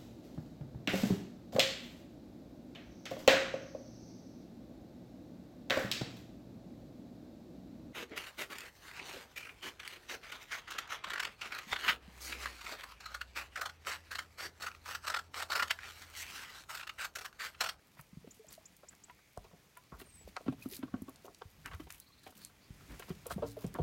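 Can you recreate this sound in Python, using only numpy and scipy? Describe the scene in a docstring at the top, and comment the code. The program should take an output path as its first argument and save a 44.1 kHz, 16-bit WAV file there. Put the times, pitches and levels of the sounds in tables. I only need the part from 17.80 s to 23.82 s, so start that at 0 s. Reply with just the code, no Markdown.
"""Hooves thud and knock as goat kids clamber over a boulder and trot across open, stony pasture.
Their weight thumps the packed earth and sets loose stones tocking, horn on grit makes the rock ring,
and one step leaves a hollow hum. Dry grass crackles against their legs and stalks snap.
Small birds chip, whistle and twitter in gliding tones, and one hoarse note comes from far off.
Under it all lie a faint hush, the shuffle of the herd and puffs of air rumbling on the microphone."""
import sys
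import numpy as np
from scipy import signal
from scipy.io import wavfile

SR = 44100
rng = np.random.default_rng(int(sys.argv[2]) if len(sys.argv) > 2 else 0)


def log_audio(samples):
    """Write samples as a 16-bit WAV file to the path given in sys.argv[1]."""
    # one column per channel
    frames = np.atleast_2d(samples).T
    # limit to full scale, then quantise
    limited = np.clip(frames, -1, 1)
    pcm = np.round(limited * 32767).astype(np.int16)
    wavfile.write(sys.argv[1], SR, pcm)


N = 265482
TIME = np.arange(N) / SR
CUTOFF_HZ = 15950

# tone colour of dry grass: f/Hz, relative level/dB
GRASS_SPECTRUM = [(700, -34), (1500, -14), (3500, 4), (6000, 0.5), (8500, -1), (10300, -2), (12500, 1.5),
                  (15500, -1.5)]


def from_db(db):
    """Decibels to linear gain."""
    return 10 ** (np.asarray(db) / 20)


def rms_one(x):
    """Normalises a signal to rms 1."""
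    return x / np.sqrt(np.mean(x ** 2) + 1e-20)


def in_time(rows):
    """Turns breakpoints into one automation curve per column."""
    times, *columns = np.transpose(rows)
    return [np.interp(TIME, times, column) for column in columns]


def at_hz(points, hz):
    """Reads a curve on a log-frequency axis."""
    freqs, values = np.transpose(points)
    return np.interp(np.log(hz), np.log(freqs), values)


def add(out, s, sound):
    """Mixes a sound in at time s."""
    start = int(np.clip(round(s * SR), 0, N - 1))
    out[start:start + len(sound)] += sound[:N - start]


def band(x, low_hz, high_hz, order=2):
    """Causal band-pass."""
    edges = [max(low_hz, 10), min(high_hz, .45 * SR)]
    return signal.sosfilt(signal.butter(order, edges, "band", fs=SR, output="sos"), x + 1e-18)


def ring(x, hz, t60):
    """A resonator with gain 1 at its peak."""
    radius, angle = from_db(-60 / (t60 * SR)), 2 * np.pi * hz / SR
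    feedforward = np.array([1, 0, -1]) * (1 - radius ** 2) / 2
    return signal.lfilter(feedforward, [1, -2 * radius * np.cos(angle), radius ** 2], x + 1e-18)


def tone(hz):
    """A sine following a pitch curve."""
    return np.sin(2 * np.pi * np.cumsum(hz) / SR)


def drift(per_s):
    """Random modulation gliding through per_s values a second; rms 1."""
    knots = rng.standard_normal(int(per_s * N / SR) + 2)
    return rms_one(np.interp(TIME * per_s, np.arange(len(knots)), knots))


def half_octaves():
    """Low edge, high edge and centre of each half-octave band, in Hz."""
    edges = 20 * 2 ** np.arange(0, 10.1, .5)
    return zip(edges, edges[1:], np.sqrt(edges[1:] * edges[:-1]))


def coloured(spectrum, patchy_db, grain=1):
    """Noise in half-octave bands that flicker on their own and share one grain; rms 1."""
    white = rng.standard_normal((2, N)) * grain
    out = np.zeros(N)
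    for k, (low, high, hz) in enumerate(half_octaves()):
        level_db = at_hz(spectrum, hz) + patchy_db * drift(14)
        out += band(white[k % 2], low, high) * from_db(level_db)
    return rms_one(out)


def grains(per_s, spread_db, life_s):
    """Envelope of tiny random contacts, each dying at once; spread_db makes a few stand out."""
    born = rng.random(N) < per_s / SR
    sizes = from_db(spread_db * np.minimum(rng.exponential(1, N), 4))
    decay = np.exp(-1 / (life_s * SR))
    return np.sqrt(signal.lfilter([1], [1, -decay], born * sizes ** 2 + 1e-18))


def soft_blows(hits):
    """Cushioned blows: each struck mass swings up at its own pitch and dies away."""
    out, t = np.zeros(N), TIME[:SR // 6]
    for s, db, hz, swell_s in hits:
        envelope = t / swell_s * np.exp(1 - t / swell_s)
        add(out, s, from_db(db) * envelope * np.sin(2 * np.pi * hz * t))
    return out


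def hillside(x, predelay_s=0.0068):
    """Scattered reflections from boulders and slope, the bass lasting longest; wet signal only."""
    # reverb decay: f/Hz, t60/s
    decay_times = [(100, 0.43), (500, 0.19), (2000, 0.1), (8000, 0.16)]
    t = TIME[:SR // 2]
    white = rng.standard_normal((2, len(t)))
    tail = sum(band(white[k % 2], low, high) * from_db(-60 * t / at_hz(decay_times, hz))
               for k, (low, high, hz) in enumerate(half_octaves()))
    tail *= t > predelay_s
    return signal.fftconvolve(x, tail / np.sqrt(np.sum(tail ** 2)))[:N]


def near_echoes(x, echo_db, spread_s):
    """The direct sound plus six early reflections off nearby stones."""
    taps = np.zeros(SR // 10)
    taps[0] = 1
    delays = (rng.uniform(.1, 1, 6) * spread_s * SR).astype(int)
    taps[delays] = from_db(echo_db) * rng.choice([-1, 1], len(delays))
    return signal.fftconvolve(x, taps)[:N]


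def pasture_bed(shuffle_trim_db=3.0, crackle_trim_db=-8.5):
    """Outdoor hush, with the shuffle and rustle of the farther animals."""
    # faders for the herd milling about: t/s, ground level/dB, grass level/dB
    herd_faders = [(0.0, -72.5, -71.5), (0.74, -72, -70), (1.99, -73, -70.5), (2.43, -72, -68),
                   (3.1, -68, -70.5), (3.55, -71.5, -69), (4.54, -73.5, -71.5), (4.79, -68.5, -70),
                   (5.2, -66, -62.5), (5.73, -65.5, -69), (6.02, -64, -68.5)]
    # tone colour of the ground's murmur: f/Hz, relative level/dB
    murmur_spectrum = [(80, 4), (150, 6.5), (300, -0.5), (600, -5), (1200, -6.5), (2200, -13), (3200, -17),
                       (5000, -42)]
    # tone colour of the hush: f/Hz, relative level/dB
    hush_spectrum = [(1200, -1), (2400, 14.5), (3200, 7), (4200, 8), (5000, 7), (6200, 6), (8000, 5),
                     (10300, -4), (12500, 1), (15500, -0.5)]
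    ground_db, grass_db = in_time(herd_faders)
    shuffle = from_db(1.5 * drift(40)) * coloured(murmur_spectrum, patchy_db=1.3)
    hush = coloured(hush_spectrum, patchy_db=.6)
    ticks = grains(per_s=70, spread_db=3.0, life_s=.0008)
    crackle = coloured(GRASS_SPECTRUM, patchy_db=1.5, grain=ticks)
    ground = from_db(ground_db + shuffle_trim_db) * shuffle
    grass = from_db(grass_db) * (hush + from_db(crackle_trim_db) * crackle)
    return ground + grass


def breeze(calm_db=-78.5, half_width_s=0.13):
    """Nearly still air; each puff swells and fades as a low rumble on the microphone."""
    # puffs of air at their crest: t/s, level/dB
    puffs = [(2.4, -66), (3.05, -67), (3.96, -55), (5.1, -59.5), (5.6, -54), (6.0, -60)]
    # tone colour of air on the microphone: f/Hz, relative level/dB
    rumble_spectrum = [(20, -40), (35, -13.5), (60, 0.5), (100, -10), (160, -6.5), (400, -45.5)]
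    swells = sum(from_db(db) * np.exp(-((TIME - s) / half_width_s) ** 2) for s, db in puffs)
    return (from_db(calm_db) + swells) * coloured(rumble_spectrum, patchy_db=3.5)


def far_call(start_s=1.26, length_s=0.33, hz=2210, db=-73, rasp=0.057):
    """One faint, far-off note swells and fades, hoarse with fast pitch jitter."""
    swell = np.sin(np.pi * np.clip((TIME - start_s) / length_s, 0, 1))
    return from_db(db) * swell * tone(hz * (1 + rasp * drift(900)))


def far_bird(start_s=4.2, step_s=0.057, note_s=0.0363, glide_hz=(3900, 4500), run_db=-65):
    """A far bird twitters an even run of buzzy rising notes, blurred on their way across the slope."""
    # longer slurs that close the song: t/s, length/s, start f/Hz, end f/Hz, level/dB
    slurs = [(4.595, .085, 4550, 4110, -59), (4.8, .075, 4300, 4860, -68)]
    rasp, reverb_db = 0.058, -2.5
    run = [(start_s + k * step_s, note_s, *glide_hz, run_db) for k in range(5)]
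    out = np.zeros(N)
    for s, length_s, start_hz, end_hz, db in run + list(slurs):
        n = int(length_s * SR)
        buzz = 1 + rasp * drift(912)[:n]
        swell = np.sin(np.linspace(0, np.pi, n))
        add(out, s, from_db(db) * swell * tone(np.linspace(start_hz, end_hz, n) * buzz))
    return out + from_db(reverb_db) * hillside(out)


def bird_whistle(start_s=2.195, length_s=0.27, db=-61.5, start_hz=9800, rest_hz=7250, sink_s=.145):
    """A thin whistle sinks towards a resting pitch; it is loudest past its middle."""
    out, t = np.zeros(N), TIME[:int(length_s * SR)]
    hz = rest_hz + (start_hz - rest_hz) * np.exp(-t / sink_s)
    waver = 1 + .004 * drift(202.4)[:len(t)]
    swell = np.abs(np.sin(np.pi * (t / length_s) ** 1.3)) ** 1.4
    add(out, start_s, from_db(db) * swell * tone(hz * waver))
    return out


def bird_chips(length_s=0.011, top_hz=8000, scoop=0.45, rise_s=0.0036):
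    """A small bird's slightly hoarse chips flick upward, all towards the same top pitch."""
    # chip cues: t/s, peak level/dB
    cues = [(.507, -51.5), (.683, -51.5), (.854, -49.5), (1.084, -47.5), (1.236, -50)]
    out, t = np.zeros(N), TIME[:int(length_s * SR)]
    hz = top_hz * (1 - scoop * np.exp(-t / rise_s))
    swell = np.sin(np.pi * (t / length_s) ** 0.89)
    for s, db in cues:
        hoarse = 1 + .03 * drift(1200)[:len(t)]
        add(out, s, from_db(db) * swell * tone(hz * hoarse))
    return out


def scuffs():
    """Legs brush through crackling dry blades while dragging hooves slip over gravel in coarser jerks."""
    # swelling and fading strokes: t/s, length/s, grass level/dB, grit level/dB
    strokes = [(.17, .045, -69, -67), (0.47, .14, -71.5, -88), (0.697, 0.073, -56.5, -73),
               (1.106, 0.037, -72, -63.5), (1.625, 0.045, -72.5, -72), (2.183, 0.045, -58.5, -63.5),
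               (2.472, 0.033, -61, -64), (2.786, .1, -61.5, -67), (2.888, 0.11, -52, -66),
               (3.436, 0.036, -60.5, -71), (3.842, 0.053, -68, -55.5), (3.927, 0.032, -62, -52.5),
               (3.993, 0.06, -65.5, -70), (4.083, .12, -63, -66.5), (4.411, 0.13, -67, -63.5),
               (4.527, .164, -62, -67), (5.08, .1, -68, -53), (5.277, 0.043, -63, -54),
               (5.495, 0.051, -50, -50), (5.644, 0.099, -61, -77), (5.75, 0.16, -65, -80),
               (5.938, 0.034, -80, -50)]
    # tone colour of sliding grit: f/Hz, relative level/dB
    grit_spectrum = [(300, 8.5), (700, -13.5), (1400, 2.5), (2500, -1.5), (3600, -16.5), (6000, -51)]
    brush, drag = np.zeros((2, N))
    for start_s, length_s, brush_db, drag_db in strokes:
        swell = np.sqrt(2) * np.sin(np.pi * np.clip((TIME - start_s) / length_s, 0, 1))
        brush += from_db(brush_db) * swell
        drag += from_db(drag_db) * swell
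    crackles = grains(per_s=1300, spread_db=5.5, life_s=0.0018)
    blades = coloured(GRASS_SPECTRUM, patchy_db=2.44, grain=crackles)
    slips = grains(per_s=560, spread_db=0.0, life_s=0.00056)
    gravel = coloured(grit_spectrum, patchy_db=5.0, grain=slips)
    return brush * blades + drag * gravel


def stalk_snaps(click=4.37, band_ratio=1.7):
    """A stalk breaks with one sharp click and a few milliseconds of splintering around its own pitch."""
    # stalks and grit snapping: t/s, peak level/dB, centre f/Hz, t60/s
    breaks = [(.211, -42.5, 13000, 0.02), (.728, -34, 10900, 0.026), (.9665, -46, 11000, 0.022),
              (1.151, -46, 6160, .011), (1.575, -39.5, 6800, 0.0095), (1.973, -38.5, 13100, 0.0087),
              (2.355, -53, 15000, .014), (2.566, -33.5, 3230, 0.017), (2.888, -42, 15000, 0.021),
              (2.9345, -36, 3800, 0.02), (2.9474, -46, 6100, .012), (2.965, -40, 12000, .025),
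              (3.22, -42, 13000, 0.023), (3.2944, -39.5, 12200, .013), (3.359, -47, 5500, 0.022),
              (3.547, -43.5, 5070, .014), (3.86, -34.5, 7000, 0.017), (4.105, -37.5, 7060, 0.017),
              (4.1242, -31.5, 11000, 0.0091), (4.2006, -32, 10600, 0.019), (4.576, -42, 10800, .015),
              (4.6492, -27, 6600, .011), (5.1955, -36.5, 9000, 0.036), (5.467, -31, 11700, 0.032),
              (5.8658, -40, 6000, .009), (5.9418, -32, 9000, 0.0061)]
    out, t = np.zeros(N), TIME[:SR // 16]
    for s, db, hz, t60 in breaks:
        splinters = rng.standard_normal(len(t)) * from_db(-60 * t / t60)
        splinters[0] += click
        snap = band(splinters, hz / band_ratio, min(hz * band_ratio, CUTOFF_HZ))
        add(out, s, from_db(db) * snap / np.abs(snap).max())
    return out


def hollow_hum(start_s=5.635):
    """A heavy step sets something hollow humming in two low modes."""
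    # modes of the hollow: f/Hz, starting level/dB, t60/s
    modes = [(114, -47, 1.7), (285, -46.5, 0.78)]
    out = np.zeros(N)
    for hz, db, t60 in modes:
        add(out, start_s, from_db(db - 60 * TIME / t60) * np.sin(2 * np.pi * hz * TIME))
    return out


def loose_stones():
    """Loose stones rock under a hoof, each with a short pitched tock."""
    # stone hits: t/s, envelope peak/dB, f/Hz, attack/s
    tocks = [(.444, -47.5, 448, 0.0031), (.594, -51, 439, 0.0084), (.644, -53.5, 622, .003),
             (.778, -48, 644, .003), (1.033, -57, 620, .0045), (1.299, -53.5, 982, 0.0073),
             (1.968, -50, 994, 0.0053), (2.476, -40, 514, 0.00091), (2.822, -46.5, 2520, 0.0026),
             (5.302, -38.5, 380, 0.0042), (5.464, -39.5, 491, 0.0034), (5.581, -33.5, 412, 0.0013),
             (5.623, -31.5, 599, 0.0054), (5.626, -33.5, 457.6, 0.0098), (5.768, -39.5, 610, 0.0041),
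             (5.773, -40.5, 442, 0.0053), (5.997, -29.5, 397, 0.0023)]
    return soft_blows(tocks)


def light_steps(per_s=3, db=-68.5, spread_db=4.0, hz=706, spread_octaves=0.47, crack_db=-13.5, t60=0.028):
    """Knock cues for the rest of the herd: faint steps at random moments, each on a different stone."""
    draws = rng.uniform(-1, 1, (int(per_s * N / SR), 3))
    return [(abs(when) * N / SR, db + spread_db * force, hz * 2 ** (spread_octaves * footing),
             crack_db, t60) for when, force, footing in draws]


def hoof_knocks(lead_in_db=-10.0, lead_in_s=0.003, strike=2.96, uneven_db=4.0, ring_db=-3.0):
    """A hoof strikes, then grinds to rest in a dying spray of contacts that ring the rock."""
    # hooves on rock and grit: t/s, level over 20 ms/dB, centre f/Hz, crack mix/dB, t60/s
    steps = [(.194, -57.5, 950, -23, 0.033), (.474, -61, 400, -14.5, 0.028), (1.033, -59, 654, -30, 0.065),
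             (1.298, -57, 1330, -21, 0.026), (1.575, -47, 550, -25, 0.0078), (1.645, -59, 630, -11, 0.1),
             (1.732, -61, 433, -36, 0.11), (1.969, -59, 1240, -23, 0.038), (2.121, -51.5, 670, -36, 0.17),
             (2.202, -59.5, 1090, -3, 0.03), (2.215, -53, 470, -7, 0.039), (2.566, -44.5, 1180, 6, 0.0099),
             (2.572, -45, 800, -23, 0.032), (2.608, -56.5, 358, -24, 0.034), (2.661, -53, 440, -12, 0.19),
             (2.681, -45, 720, -13, .04), (2.725, -53, 480, -16.5, 0.041), (2.857, -57.5, 656, -20, 0.017),
             (3.029, -50, 850, -8.5, 0.051), (3.08, -63.5, 700, -18, 0.037),
             (3.141, -49, 770, -19.5, 0.033), (3.165, -60, 290, -16, .11), (3.282, -54, 695, -15, 0.073),
             (3.446, -51.5, 436, -31, 0.21), (3.481, -55.5, 670, -31, .02), (3.62, -48, 780, -12, .007),
             (3.859, -47.5, 1100, 4, 0.028), (3.879, -54.5, 1380, -14, 0.049), (3.913, -52, 1210, -5, 0.13),
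             (3.934, -53.5, 915, -1, 0.066), (3.998, -55, 845, -4, 0.075), (4.069, -59, 540, -12, 0.056),
             (4.104, -54, 2200, -1, .008), (4.465, -51, 540, -11.5, 0.085), (5.196, -51, 483, -7, 0.062),
             (5.223, -52.5, 1420, -12, .04), (5.284, -56.5, 626, -11, .1), (5.304, -54.5, 680, -8, 0.074),
             (5.457, -51.5, 684, -10, 0.17), (5.507, -41, 770, -17, 0.055), (5.58, -48, 380, -27, 0.11),
             (5.623, -40, 523, -23, 0.12), (5.841, -44.5, 330, -22.5, 0.088),
             (5.95, -46.5, 665, -26, 0.097), (5.987, -38, 450, -27, 0.089)]
    # modes of the stony ground: f/Hz, relative level/dB, t60/s
    rock_modes = [(410, 0.5, 0.019), (598, -4.5, 0.068), (714, 1, 0.054), (993, -4.5, .12),
                  (1147, -3, 0.016), (1257, 0.5, 0.021), (1507, 1.5, 0.02), (1900, -5, 0.022),
                  (2460, -7, 0.042), (2925, -2, 0.035)]
    band_ratio, crack_band_hz = 1.924, (700, 3400)
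    out, lead = np.zeros(N), SR // 64
    t = TIME[:SR // 5] - lead / SR   # the hoof's edge strikes at t = 0
    # each knock swells in over a few milliseconds, softening its attack
    lead_in = from_db(lead_in_db) * np.exp(-np.abs(t) / lead_in_s)
    for s, db, hz, crack_db, t60 in list(steps) + light_steps():
        envelope = np.where(t < 0, lead_in, from_db(-60 * np.abs(t) / t60))
        polarity = rng.choice([-1., 1.], len(t))
        contacts = envelope * polarity * from_db(uneven_db * rng.standard_normal(len(t)))
        contacts[lead] = strike
        size = np.exp(0.0473 * rng.standard_normal())   # no two stones are quite alike
        rock = contacts + sum(from_db(mode_db + ring_db) * ring(contacts, mode_hz / size, mode_t60)
                              for mode_hz, mode_db, mode_t60 in rock_modes)
        # the hardness of the footing picks the modes; the horn adds a dry crack
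        body = band(rock, hz / band_ratio, hz * band_ratio, order=3)
        knock = body + from_db(crack_db) * band(rock, *crack_band_hz, order=3)
        rms_20ms = np.sqrt(np.sum(knock ** 2) / (SR // 50))
        add(out, s + t[0], from_db(db) * knock / rms_20ms)
    return out


def hoof_thuds(give_db=-18.5, give_pitch_ratio=0.484, give_stretch=3.05):
    """Each landing thumps, and the earth under it gives with a lower, slower swing."""
    # weight landing on the ground: t/s, envelope peak/dB, f/Hz, attack/s
    landings = [(.192, -49, 145, .0048), (0.329, -46.5, 187, 0.004), (0.371, -38.5, 161, 0.0027),
                (.474, -43, 226, 0.002), (1.578, -35, 72.5, 0.0014), (1.73, -53.5, 168, 0.0054),
                (2.124, -42, 169, 0.0023), (2.136, -45.5, 61, 0.0079), (2.444, -48.5, 64, 0.013),
                (2.664, -37.5, 210, .004), (2.683, -23, 263, 0.0034), (2.692, -36.5, 140, 0.0038),
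                (2.724, -45, 267, 0.0046), (2.859, -30.5, 257, 0.0028), (2.99, -42.5, 265, 0.0044),
                (3.033, -30, 272, 0.0031), (3.14, -26.5, 238, 0.003), (3.22, -33.5, 237, .0024),
                (3.283, -42, 270, 0.0037), (3.654, -44, 85, 0.0039), (3.933, -40, 81, 0.0096),
                (3.999, -39.5, 308, 0.0039), (4.905, -37.5, 113, 0.0018), (5.091, -46, 54, 0.0076),
                (5.303, -33, 173.6, 0.0045), (5.561, -31.5, 193, 0.0054), (5.844, -28, 186, 0.0035),
                (5.865, -36.5, 128, 0.0045), (5.996, -30, 158, 0.0066), (6, -29.5, 66.4, 0.017)]
    give = [(s, db + give_db, hz * give_pitch_ratio, swell_s * give_stretch)
            for s, db, hz, swell_s in landings]
    return soft_blows(landings) + soft_blows(give)


def scene(foreground_send_db=-15.0, song_send_db=-19.0):
    """Hooves and grass close by, birds farther off, all on the open slope; mono."""
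    knocks = near_echoes(hoof_knocks(), echo_db=-16.5, spread_s=.008)
    hooves = hoof_thuds() + loose_stones() + hollow_hum() + knocks
    foreground = hooves + stalk_snaps() + scuffs()
    song = near_echoes(bird_chips() + bird_whistle(), echo_db=-11.5, spread_s=0.0087)
    reverb = hillside(from_db(foreground_send_db) * foreground + from_db(song_send_db) * song)
    ambience = far_bird() + far_call() + pasture_bed() + breeze()
    return (foreground + song + reverb + ambience)[None]


def record(dry, low_cut_hz=38):
    """The microphone drops the deepest bass; a steep low-pass trims the very top."""
    thinned = signal.sosfilt(signal.butter(4, low_cut_hz, "high", fs=SR, output="sos"), dry)
    return signal.sosfilt(signal.ellip(10, .1, 70, CUTOFF_HZ, fs=SR, output="sos"), thinned)


dry = scene()
out = record(dry)
log_audio(out)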